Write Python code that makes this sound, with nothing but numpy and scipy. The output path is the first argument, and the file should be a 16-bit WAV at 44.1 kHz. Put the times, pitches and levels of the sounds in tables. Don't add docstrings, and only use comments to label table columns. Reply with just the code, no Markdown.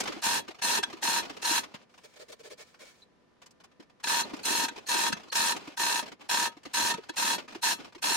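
import sys
import numpy as np
from scipy import signal
from scipy.fft import rfft, irfft
from scipy.io import wavfile
from scipy.ndimage import uniform_filter1d

SR = 44100
rng = np.random.default_rng(int(sys.argv[2]) if len(sys.argv) > 2 else 0)


def unload_audio(sound):
    columns = np.transpose(np.atleast_2d(sound))
    steps = np.round(np.clip(columns, -1, 1) * 32767)
    wavfile.write(sys.argv[1], SR, steps.astype(np.int16))


N = 359856
TAPS = 8192
HZ = np.fft.rfftfreq(TAPS, 1 / SR)
TIME = np.arange(N) / SR

# (start [s], length [s], time to take up the slack [s], release [dB/s], chain rattle [dB], pawl [dB],
#  low rumble [dB], top speed [teeth/s], swell over the pull [dB])
PULL_TABLE = [(0.225, 0.16, 0.011, 700, -31.5, -33, -44, 93, -3),
              (0.624, .160, .002, 850, -31.5, -32.5, -45, 101.5, 0.5),
              (1.024, .170, 0.011, 680, -32.5, -33, -46.5, 95, -1),
              (1.424, 0.16, 0.026, 554, -31, -33.5, -50, 98.5, 1.5),
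              (4.040, 0.17, 0.04, 700, -32, -33, -46.5, 86, 0),
              (4.436, 0.21, .018, 620, -31.5, -34.5, -44, 87, -1),
              (4.871, 0.21, 0.019, 540, -32, -33.5, -45.5, 84, 0.6),
              (5.326, 0.19, 0.026, 578, -30.5, -32.5, -48, 90, -2),
              (5.777, 0.22, 0.017, 600, -32.5, -33, -47, 66, -4),
              (6.295, .172, 0.0021, 850, -32, -32.5, -45.5, 74.6, -2.5),
              (6.740, .175, 0.0016, 800, -31.5, -34, -44, 82, -2),
              (7.164, .181, 0.0087, 720, -32, -34, -46.5, 78, 0),
              (7.624, 0.1, 0.0078, 513, -30, -33.5, -48, 103, -1.5),
              (8.026, .170, 0.0031, 700, -31.5, -33, -45.5, 85, 0.5)]


def amp(db):
    return 10 ** (np.asarray(db) / 20)


def read(points, hz=HZ):
    f, value = np.transpose(points)
    return np.interp(np.log(hz + 1), np.log(f + 1), value)


def resonances(modes):
    return sum(amp(db) ** 2 / (1 + (2 * (HZ - hz) / width) ** 2) for hz, width, db in modes)


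def hoist(force):
    # (frequency [Hz], width [Hz], relative level [dB])
    hoist_modes = [(903, 53, -3.5), (933, 10, 3), (953, 22, 2), (963, 110, -7), (1270, 9.4, -4.5),
                   (1578, 68, -4), (1723, 31, -3), (1815, 34.6, -2.5), (2644, 250, -10), (2634, 9.6, -6),
                   (3343, 18, -6), (3666, 24, -13.5), (3870, 19.5, -9), (3950, 25, -10), (3970, 26, -5.5),
                   (4330, 20, -7), (4240, 82, -7.5), (4970, 16, -19.5), (5257, 63, -7), (5800, 130, -12),
                   (6100, 22.8, -6.5), (6620, 71, -8), (6900, 21, -17), (7220, 52, -9.5), (7350, 25, -18),
                   (8940, 51, -10), (9500, 52, -15), (11300, 33, -18), (12020, 50, -25.5),
                   (13750, 120, -24.5)]
    # (frequency [Hz], relative level [dB])
    dense_modes = [(100, -57), (300, -30), (700, -16), (1300, -14), (2100, -22), (3200, -19), (6000, -16.5),
                   (8000, -18), (10000, -19.5), (11800, -27), (13700, -24.5), (15500, -36.5)]
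    body = resonances(hoist_modes) + amp(read(dense_modes)) ** 2
    return amp(read(force)) * np.sqrt(body)


def causal(gain):
    log_gain = np.log(np.maximum(gain / gain.max(), 1e-5))
    full = np.concatenate([log_gain, log_gain[-2:0:-1]])
    response = np.fft.ifft(np.exp(np.conj(signal.hilbert(full)))).real
    return response / np.linalg.norm(response)


def workshop(direct=0.37, early_s=.011, late_db=-17, build_s=0.0033, even_hz=110):
    # (frequency [Hz], time [s])
    tail_decay = [(150, 0.34), (500, 0.032), (2000, 0.23), (8000, 0.036), (16000, 0.14)]
    t = np.arange(TAPS) / SR
    early, late = rng.standard_normal((2, 2, TAPS))
    early *= np.exp(-t / early_s) * (1 - np.exp(-t / build_s))
    hz, at, bands = signal.stft(late, SR, nperseg=256)
    bands = bands * amp(-60 * at / read(tail_decay, hz)[:, None])
    late = signal.istft(bands, SR, nperseg=256)[1][:, :TAPS]
    path = early / np.linalg.norm(early[0]) + amp(late_db) * late / np.linalg.norm(late[0])
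    path[:, 0] += direct
    power = uniform_filter1d((abs(rfft(path)) ** 2).mean(0), int(even_hz / HZ[1]) + 1)
    return signal.fftconvolve(path, causal(1 / np.sqrt(power))[None], axes=1)[:, :TAPS]


def sound(force, gain, count=4, early_s=0.0048, dwell_s=.012):
    spot = rng.integers(0, count, N)[(TIME / dwell_s).astype(int)]
    body, out = causal(gain), np.zeros((2, N))
    for k in range(count):
        path = signal.fftconvolve(workshop(early_s=early_s), body[None], axes=1)[:, :TAPS]
        path /= np.linalg.norm(path, axis=1, keepdims=True)
        out += signal.oaconvolve((force * (spot == k))[None], path, axes=1)[:, :N]
    return out


def collisions(per_s, spread_db, even_s=0.074):
    happens = rng.random(N) < per_s / SR
    size = amp(spread_db * rng.standard_normal(N)) * rng.choice([-1, 1], N) * happens
    return size / np.sqrt(abs(uniform_filter1d(size ** 2, int(even_s * SR))) + 1e-6)


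def blows(times, dbs, chatter_s, lead_s=0.0006, count=40):
    train, spread = np.zeros(N), np.linspace(-3, 3, count)
    for s, db in zip(times, dbs):
        phase = spread + rng.uniform(-3, 3, count) / count
        size = np.exp(-abs(phase)) * rng.standard_normal(count)
        at = (s + phase * np.where(phase < 0, lead_s, chatter_s)) * SR
        np.add.at(train, np.clip(at.astype(int), 0, N - 1), amp(db) * size / np.linalg.norm(size))
    return train


def rings(rows, ring_db, width_hz, early_s):
    out = np.zeros((2, N))
    for s, db, hz in rows:
        body = causal(resonances([(hz, width_hz, 0)]))
        ring = signal.fftconvolve(workshop(early_s=early_s), body[None], axes=1)
        ring /= np.linalg.norm(ring, axis=1, keepdims=True)
        part = out[:, round(s * SR):][:, :TAPS]
        part += amp(db + ring_db) * ring[:, :part.shape[1]]
    return out


def pull_level(part, shape):
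    attack_db_per_s, take_up_db, rise_db, release_share, lag_s = shape
    grip_s = .008
    gain = np.zeros(N)
    for start, length, take_up_s, release_db_per_s, rattle_db, pawl_db, rumble_db, _, swell_db in PULL_TABLE:
        t = TIME - start - lag_s
        hold = dict(rattle=rattle_db, pawl=pawl_db, rumble=rumble_db)[part]
        hold = hold + (rise_db + swell_db) * (np.clip(t / length, 0, 1) - .5)
        slack = np.clip((take_up_s - t) / grip_s + .5, 0, 1)
        attack = attack_db_per_s * np.minimum(t, 0) - take_up_db * slack
        release = release_share * release_db_per_s * np.maximum(t - length, 0)
        gain += amp(np.maximum(hold + attack - release, -200))
    return gain


def swing_level(part, toss_db=9, settle_s=0.06, rise_s=0.0073, fade_s=.025):
    # (start [s], length [s], jingle [dB], low rumble [dB])
    swing_table = [(0.0, .2, -46, -49.5), (0.418, 0.22, -62.5, -66.5), (0.847, 0.26, -55.5, -56.5),
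                   (1.216, 0.22, -52, -57), (1.612, 0.22, -60.5, -62.5), (4.238, 0.19, -52, -52),
                   (4.70, 0.1535, -58.5, -59), (5.14, 0.15, -58, -58), (5.541, 0.2, -51, -55),
                   (6.011, 0.13, -59.5, -58), (6.19, 0.087, -60, -64), (6.507, 0.12, -69, -80),
                   (6.655, 0.088, -63, -70), (6.929, .22, -60, -66), (7.374, 0.08, -57, -56.5),
                   (7.475, 0.12, -56.5, -59), (7.775, 0.12, -55.5, -57.5)]
    gain = np.zeros(N)
    for start, length, jingle_db, rumble_db in swing_table:
        t = np.maximum(TIME - start, 0)
        db = dict(jingle=jingle_db, rumble=rumble_db)[part] + toss_db * np.exp(-t / settle_s)
        fade = np.clip(np.minimum(t / rise_s, (length - t) / fade_s + .5), 0, 1)
        gain += fade * amp(db)
    return gain


def room_tone(air_db=-66, shared=0.36):
    # (frequency [Hz], relative density [dB])
    air_colour = [(20, -25.5), (50, -16), (120, -11), (210, -6), (300, -9), (500, -10.5), (950, -17.5),
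                  (1400, -19.5), (1900, -22), (4000, -28.5), (6000, -32.5), (8000, -41), (11500, -44.5),
                  (13000, -62), (16000, -68)]
    # (frequency [Hz], RMS level [dB])
    hum_lines = [(237, -83.5), (500, -81), (1000, -81.5), (1200, -85.5), (1793, -84.5)]
    left, right, both = rng.standard_normal((3, N))
    noise = np.array([left, right]) + shared * both
    air = irfft(rfft(noise) * amp(read(air_colour, np.fft.rfftfreq(N, 1 / SR))), N)
    hum = np.zeros((2, N))
    for hz, db in hum_lines:
        cycles = hz * TIME + rng.random((2, 1)) / 3
        hum += np.sqrt(2) * amp(db) * np.sin(2 * np.pi * cycles)
    return amp(air_db) * air / air.std() + hum


def scrapes(scrape_db=1, groan_db=2):
    # (start [s], length [s], relative hiss [dB], groan [dB])
    slip_table = [(2.032, 0.029, -55, -55.5), (2.157, 0.021, -57, -58), (2.187, 0.047, -54, -50.5),
                  (2.28, 0.029, -54, -53.5), (2.315, 0.019, -47.5, -51.5), (2.388, 0.027, -57, -55),
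                  (2.429, 0.056, -53, -53), (2.495, 0.042, -51, -49.5), (2.572, 0.062, -52, -58),
                  (2.789, 0.046, -54.5, -57), (2.812, 0.11, -65, -73)]
    # (time [s], relative level [dB])
    rub_level = [(1.9, -73), (2.1, -66.5), (2.55, -81), (2.68, -62.5), (2.78, -76), (2.86, -60.5),
                 (2.94, -67), (3.03, -68.5), (3.06, -92)]
    # (frequency [Hz], relative level [dB])
    hiss_colour = [(100, -13), (700, 1), (1000, -1), (1800, -12), (3300, -0.5), (4800, -2), (6500, -3.5),
                   (9000, -9.5), (12000, -19.5), (15500, -19)]
    # (frequency [Hz], width [Hz], relative level [dB])
    rubbing_modes = [(1400, 230, -1), (1780, 200, 2.5), (2300, 130, 7), (4500, 300, -3)]
    # (frequency [Hz], width [Hz], relative level [dB])
    rig_modes = [(453, 74, -2), (500, 89, -3), (597, 84, -2.5)]
    hiss = amp(np.interp(TIME, *np.transpose(rub_level), left=-np.inf, right=-np.inf))
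    groan = np.zeros(N)
    for s, length, hiss_db, low_db in slip_table:
        arch = abs(np.sin(np.pi * np.clip((TIME - s) / length, 0, 1))) ** 0.65
        hiss = hiss + amp(hiss_db + scrape_db) * arch
        groan = groan + amp(low_db + groan_db) * arch
    slips = collisions(per_s=1300, spread_db=3, even_s=.015)
    link_gain = np.sqrt(amp(read(hiss_colour)) ** 2 + resonances(rubbing_modes))
    scrape = sound(slips * hiss, link_gain, early_s=0.0057)
    return scrape + sound(slips * groan, resonances(rig_modes), early_s=0.0057)


def free_pings():
    # (time [s], relative level [dB], pitch [Hz])
    ping_table = [(3.02, -47, 4000), (4.235, -31.5, 4240), (4.862, -43, 4340), (5.3, -40, 4330)]
    return rings(ping_table, ring_db=18, width_hz=260, early_s=.004)


def load_knocks():
    # (time [s], relative level [dB], pitch [Hz])
    knock_table = [(0.094, -33, 334), (0.164, -36.5, 315), (0.486, -37.5, 344), (0.788, -30, 380),
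                   (0.935, -37, 328), (1.303, -39.5, 300), (1.366, -42.5, 420), (1.508, -32, 312),
                   (1.743, -44.5, 200), (3.796, -44.5, 301), (4.334, -30.5, 294), (4.504, -32, 310),
                   (4.635, -35, 286), (4.777, -42.5, 402), (4.947, -33, 335), (5.126, -31.5, 210.2),
                   (5.1, -35.5, 263), (5.562, -38, 297.7), (5.676, -37.5, 305), (6.128, -46.5, 289),
                   (6.567, -46.5, 303), (6.662, -39.5, 296), (6.944, -39.5, 190), (6.982, -34.5, 430),
                   (7.096, -34, 342.3), (7.552, -35.5, 346.2), (7.8, -47, 232.5), (7.956, -43, 363),
                   (8.103, -33, 364.6)]
    return rings(knock_table, ring_db=22.0, width_hz=107, early_s=0.0046)


def rumble(slack_db=-2):
    # (attack [dB/s], loss while slack is taken up [dB],
    # rise over the pull [dB], share of the release rate [ratio], lag [s])
    rumble_shape = (1800, 3.1, 0.5, 0.69, 0.013)
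    # (frequency [Hz], relative level [dB])
    rumble_colour = [(20, -29.5), (60, -28), (95, -13), (140, -14.5), (210, -3.5), (320, 0.5), (450, -6.5),
                     (700, -9), (1100, -19), (4000, -77)]
    level = pull_level("rumble", rumble_shape) + amp(slack_db) * swing_level("rumble")
    force = level * collisions(per_s=500, spread_db=8.5, even_s=0.032)
    return sound(force, amp(read(rumble_colour)), count=5, early_s=0.0074)


def slack_chain(jingle_db=-3, clink_db=17, bright_db=-5):
    # (time [s], relative level [dB], treble relative to it before trim [dB])
    clink_table = [(0.004, -22, 4), (0.037, -34, 4), (0.058, -27.5, -20), (0.075, -22, -14),
                   (0.122, -29, -23), (0.482, -31, -23), (0.508, -36.5, -22), (0.547, -42, -22),
                   (0.589, -39, -22), (0.901, -35.5, -26), (0.93, -32.5, -23), (0.972, -42, -22),
                   (1.23, -30.5, -24), (1.251, -32.5, -25), (1.297, -29.5, -24), (1.368, -34, -14),
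                   (1.636, -31, -10), (1.744, -32, -29), (1.829, -54, -21), (1.895, -55, -16),
                   (1.941, -47.5, -25), (1.98, -44.5, -7), (2.138, -51, -2), (2.744, -46.5, -23),
                   (3.419, -44.5, -4), (3.43, -49, -12), (3.462, -46.5, 4), (3.509, -58.5, 10),
                   (3.604, -47, -15), (3.641, -44.5, -1.5), (3.717, -55, -21), (3.801, -43.5, -24),
                   (3.826, -49, -17), (3.899, -52, -26), (4.001, -48.5, -8), (4.296, -39, -13),
                   (4.336, -31, -20), (4.366, -40, -2), (4.392, -36, -18), (4.763, -34, -21),
                   (4.78, -34, -23), (4.869, -39, -10), (5.17, -35, -19), (5.198, -40.5, -20),
                   (5.234, -41.5, -26), (5.283, -43, -22), (5.565, -28.5, -3), (5.675, -35.5, -11),
                   (6.028, -31.5, -22), (6.061, -34.5, -24), (6.08, -35, -22), (6.119, -35.5, -16),
                   (6.21, -40, -24), (6.52, -45.5, -28), (6.57, -44, -25), (6.634, -45.5, -1),
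                   (6.655, -31.5, -16), (6.699, -54, -20), (6.714, -49, -20), (6.975, -37, -22),
                   (7.036, -41.5, -26), (7.138, -43, -20), (7.383, -27, -22), (7.398, -35.5, -22),
                   (7.482, -36.5, -24), (7.523, -38.5, -19), (7.55, -32, -20), (7.801, -38.5, -19),
                   (7.847, -36.5, -26), (7.925, -45.5, -20), (7.95, -37.5, -25), (7.982, -44.5, -33)]
    # (frequency [Hz], relative level [dB])
    link_colour = [(100, -11.5), (500, -0.5), (950, 4.5), (1400, 0), (2000, -1.5), (2700, -0.5), (3500, -4),
                   (4300, -5), (5500, -7.5), (8000, -17), (11000, -26.5), (15500, -30.5)]
    s, db, treble = np.transpose(clink_table)
    contacts = collisions(per_s=460, spread_db=0, even_s=0.04)
    jingle = amp(jingle_db) * swing_level("jingle") * contacts
    clinks = blows(s, db + clink_db, chatter_s=.005, lead_s=0.0018)
    edges = blows(s, db + treble + clink_db + bright_db, chatter_s=0.004, lead_s=0.0013)
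    bright = amp(read([(1000, -27.5), (5000, 6.0), (8000, 3.5), (11000, -8), (15000, -16)]))
    full = sound(jingle + clinks, amp(read(link_colour)), early_s=0.0067)
    return full + sound(edges, bright, count=2)


def clacks(clack_db=16, ring_db=10, ring_hz=3359):
    # (time [s], relative level [dB], relative level of the pawl's ring [dB])
    clack_table = [(0.225, -25, -44), (0.621, -20.5, -39), (0.833, -18, -11.5), (1.028, -19.5, -44),
                   (1.426, -24, -54.5), (1.447, -21.5, -39), (4.04, -20.5, -53), (4.072, -19, -43),
                   (4.437, -32.5, -51), (4.685, -22.5, -51), (4.892, -24, -43), (5.126, -17.5, -25),
                   (5.326, -20, -43), (5.775, -24.5, -48), (6.295, -20.5, -25), (6.741, -20, -42),
                   (6.906, -19.5, -43), (6.94, -23.5, -51), (7.093, -27, -35), (7.169, -22.5, -43),
                   (7.632, -20.5, -35), (8.027, -25, -42)]
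    s, db, ring = np.transpose(clack_table)
    strikes = blows(s + .001, db + clack_db, chatter_s=.003, lead_s=.003)
    clack_force = [(100, -3.5), (1500, -2.0), (4000, -0.5), (15000, -14)]  # (Hz, dB)
    body = sound(strikes, hoist(clack_force), early_s=0.0036)
    tones = [(at + 0.0015, tone_db, ring_hz) for at, tone_db in zip(s, ring)]
    return body + rings(tones, ring_db, width_hz=100, early_s=0.001)


def teeth(slowest=.72, jitter_s=.0006, coast_s=.025):
    times, rates = [], []
    for start, length, *_, top, _ in PULL_TABLE:
        t = np.arange(start, start + length + coast_s, 1 / SR)
        speed = top * (slowest + (1 - slowest) * np.sin(np.linspace(0, np.pi, len(t))))
        teeth_passed = np.floor(np.cumsum(speed) / SR)
        drop = np.flatnonzero(np.diff(teeth_passed))
        times.extend(t[drop])
        rates.extend(speed[drop])
    times = np.array(times) + jitter_s * rng.standard_normal(len(times))
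    inside = times < TIME[-1]
    return times[inside], np.array(rates)[inside]


def running_chain(times, ring_db=-13):
    # (attack [dB/s], loss while slack is taken up [dB],
    # rise over the pull [dB], share of the release rate [ratio], lag [s])
    rattle_shape = (3797.5, 9, -1, 1, -0.0046)
    # (frequency [Hz], relative level [dB])
    chain_force = [(100, -7.5), (900, -16), (1900, -2), (3000, -0.5), (7000, 1.5), (16000, 1.5)]
    # (frequency [Hz], width [Hz], relative level [dB])
    link_modes = [(4214, 150, 3.5), (4480, 90, 0.5), (5870, 80, -18.5)]
    shake, shake_s = .7, .004
    jolts = np.bincount(np.clip((times * SR).astype(int), 0, N - 1), minlength=N)
    jolts = signal.lfilter([1], [1, -np.exp(-1 / (shake_s * SR))], jolts)
    force = collisions(per_s=2600, spread_db=2.5) * (1 + shake * jolts) / (1 + shake / 3)
    run = pull_level("rattle", rattle_shape)
    rattle = sound(force * run, hoist(chain_force), count=7, early_s=0.0047, dwell_s=.035)
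    free_links = collisions(per_s=45, spread_db=2.5, even_s=0.1) * run
    return rattle + amp(ring_db) * sound(free_links, resonances(link_modes), count=3, early_s=.004)


def ratchet(times, rates, pawl_db=0.6, link_db=2.0):
    # (attack [dB/s], loss while slack is taken up [dB],
    # rise over the pull [dB], share of the release rate [ratio], lag [s])
    pawl_shape = (3500, 10, 1.7, 1.77, 0.0015)
    # (frequency [Hz], relative level [dB])
    pawl_force = [(100, -14.5), (900, 1.5), (1900, -1), (3500, 2.5), (7000, -9), (16000, -18.5)]
    size = np.interp(times, TIME, pull_level("pawl", pawl_shape)) * np.sqrt(SR / rates)
    by_turns = link_db * (-1) ** np.arange(len(times))
    size *= amp(pawl_db + by_turns + rng.standard_normal(len(times)))
    size *= rng.choice([-1, 1], len(times))
    snaps = np.bincount(np.clip((times * SR).astype(int), 0, N - 1), size, N)
    return sound(snaps, hoist(pawl_force), count=8, early_s=.005)


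def scene(hoist_db=2):
    times, rates = teeth()
    loose = scrapes() + free_pings() + load_knocks() + rumble() + slack_chain()
    work = clacks() + running_chain(times) + ratchet(times, rates)
    return room_tone() + amp(hoist_db) * (loose + work)


def record(dry, limit_db=-27, squeeze=0.057, edge_hz=15900):
    power = signal.lfilter([1 / 200], [1, 1 / 200 - 1], (dry ** 2).mean(0))
    over_db = np.maximum(10 * np.log10(power + 1e-12) - limit_db, 0)
    levelled = dry * amp(-squeeze * uniform_filter1d(over_db, size=200))
    low_pass = signal.firwin(511, edge_hz, window=("kaiser", 9), fs=SR)
    return signal.oaconvolve(levelled, low_pass[None], "same")


dry = scene()
out = record(dry)
unload_audio(out)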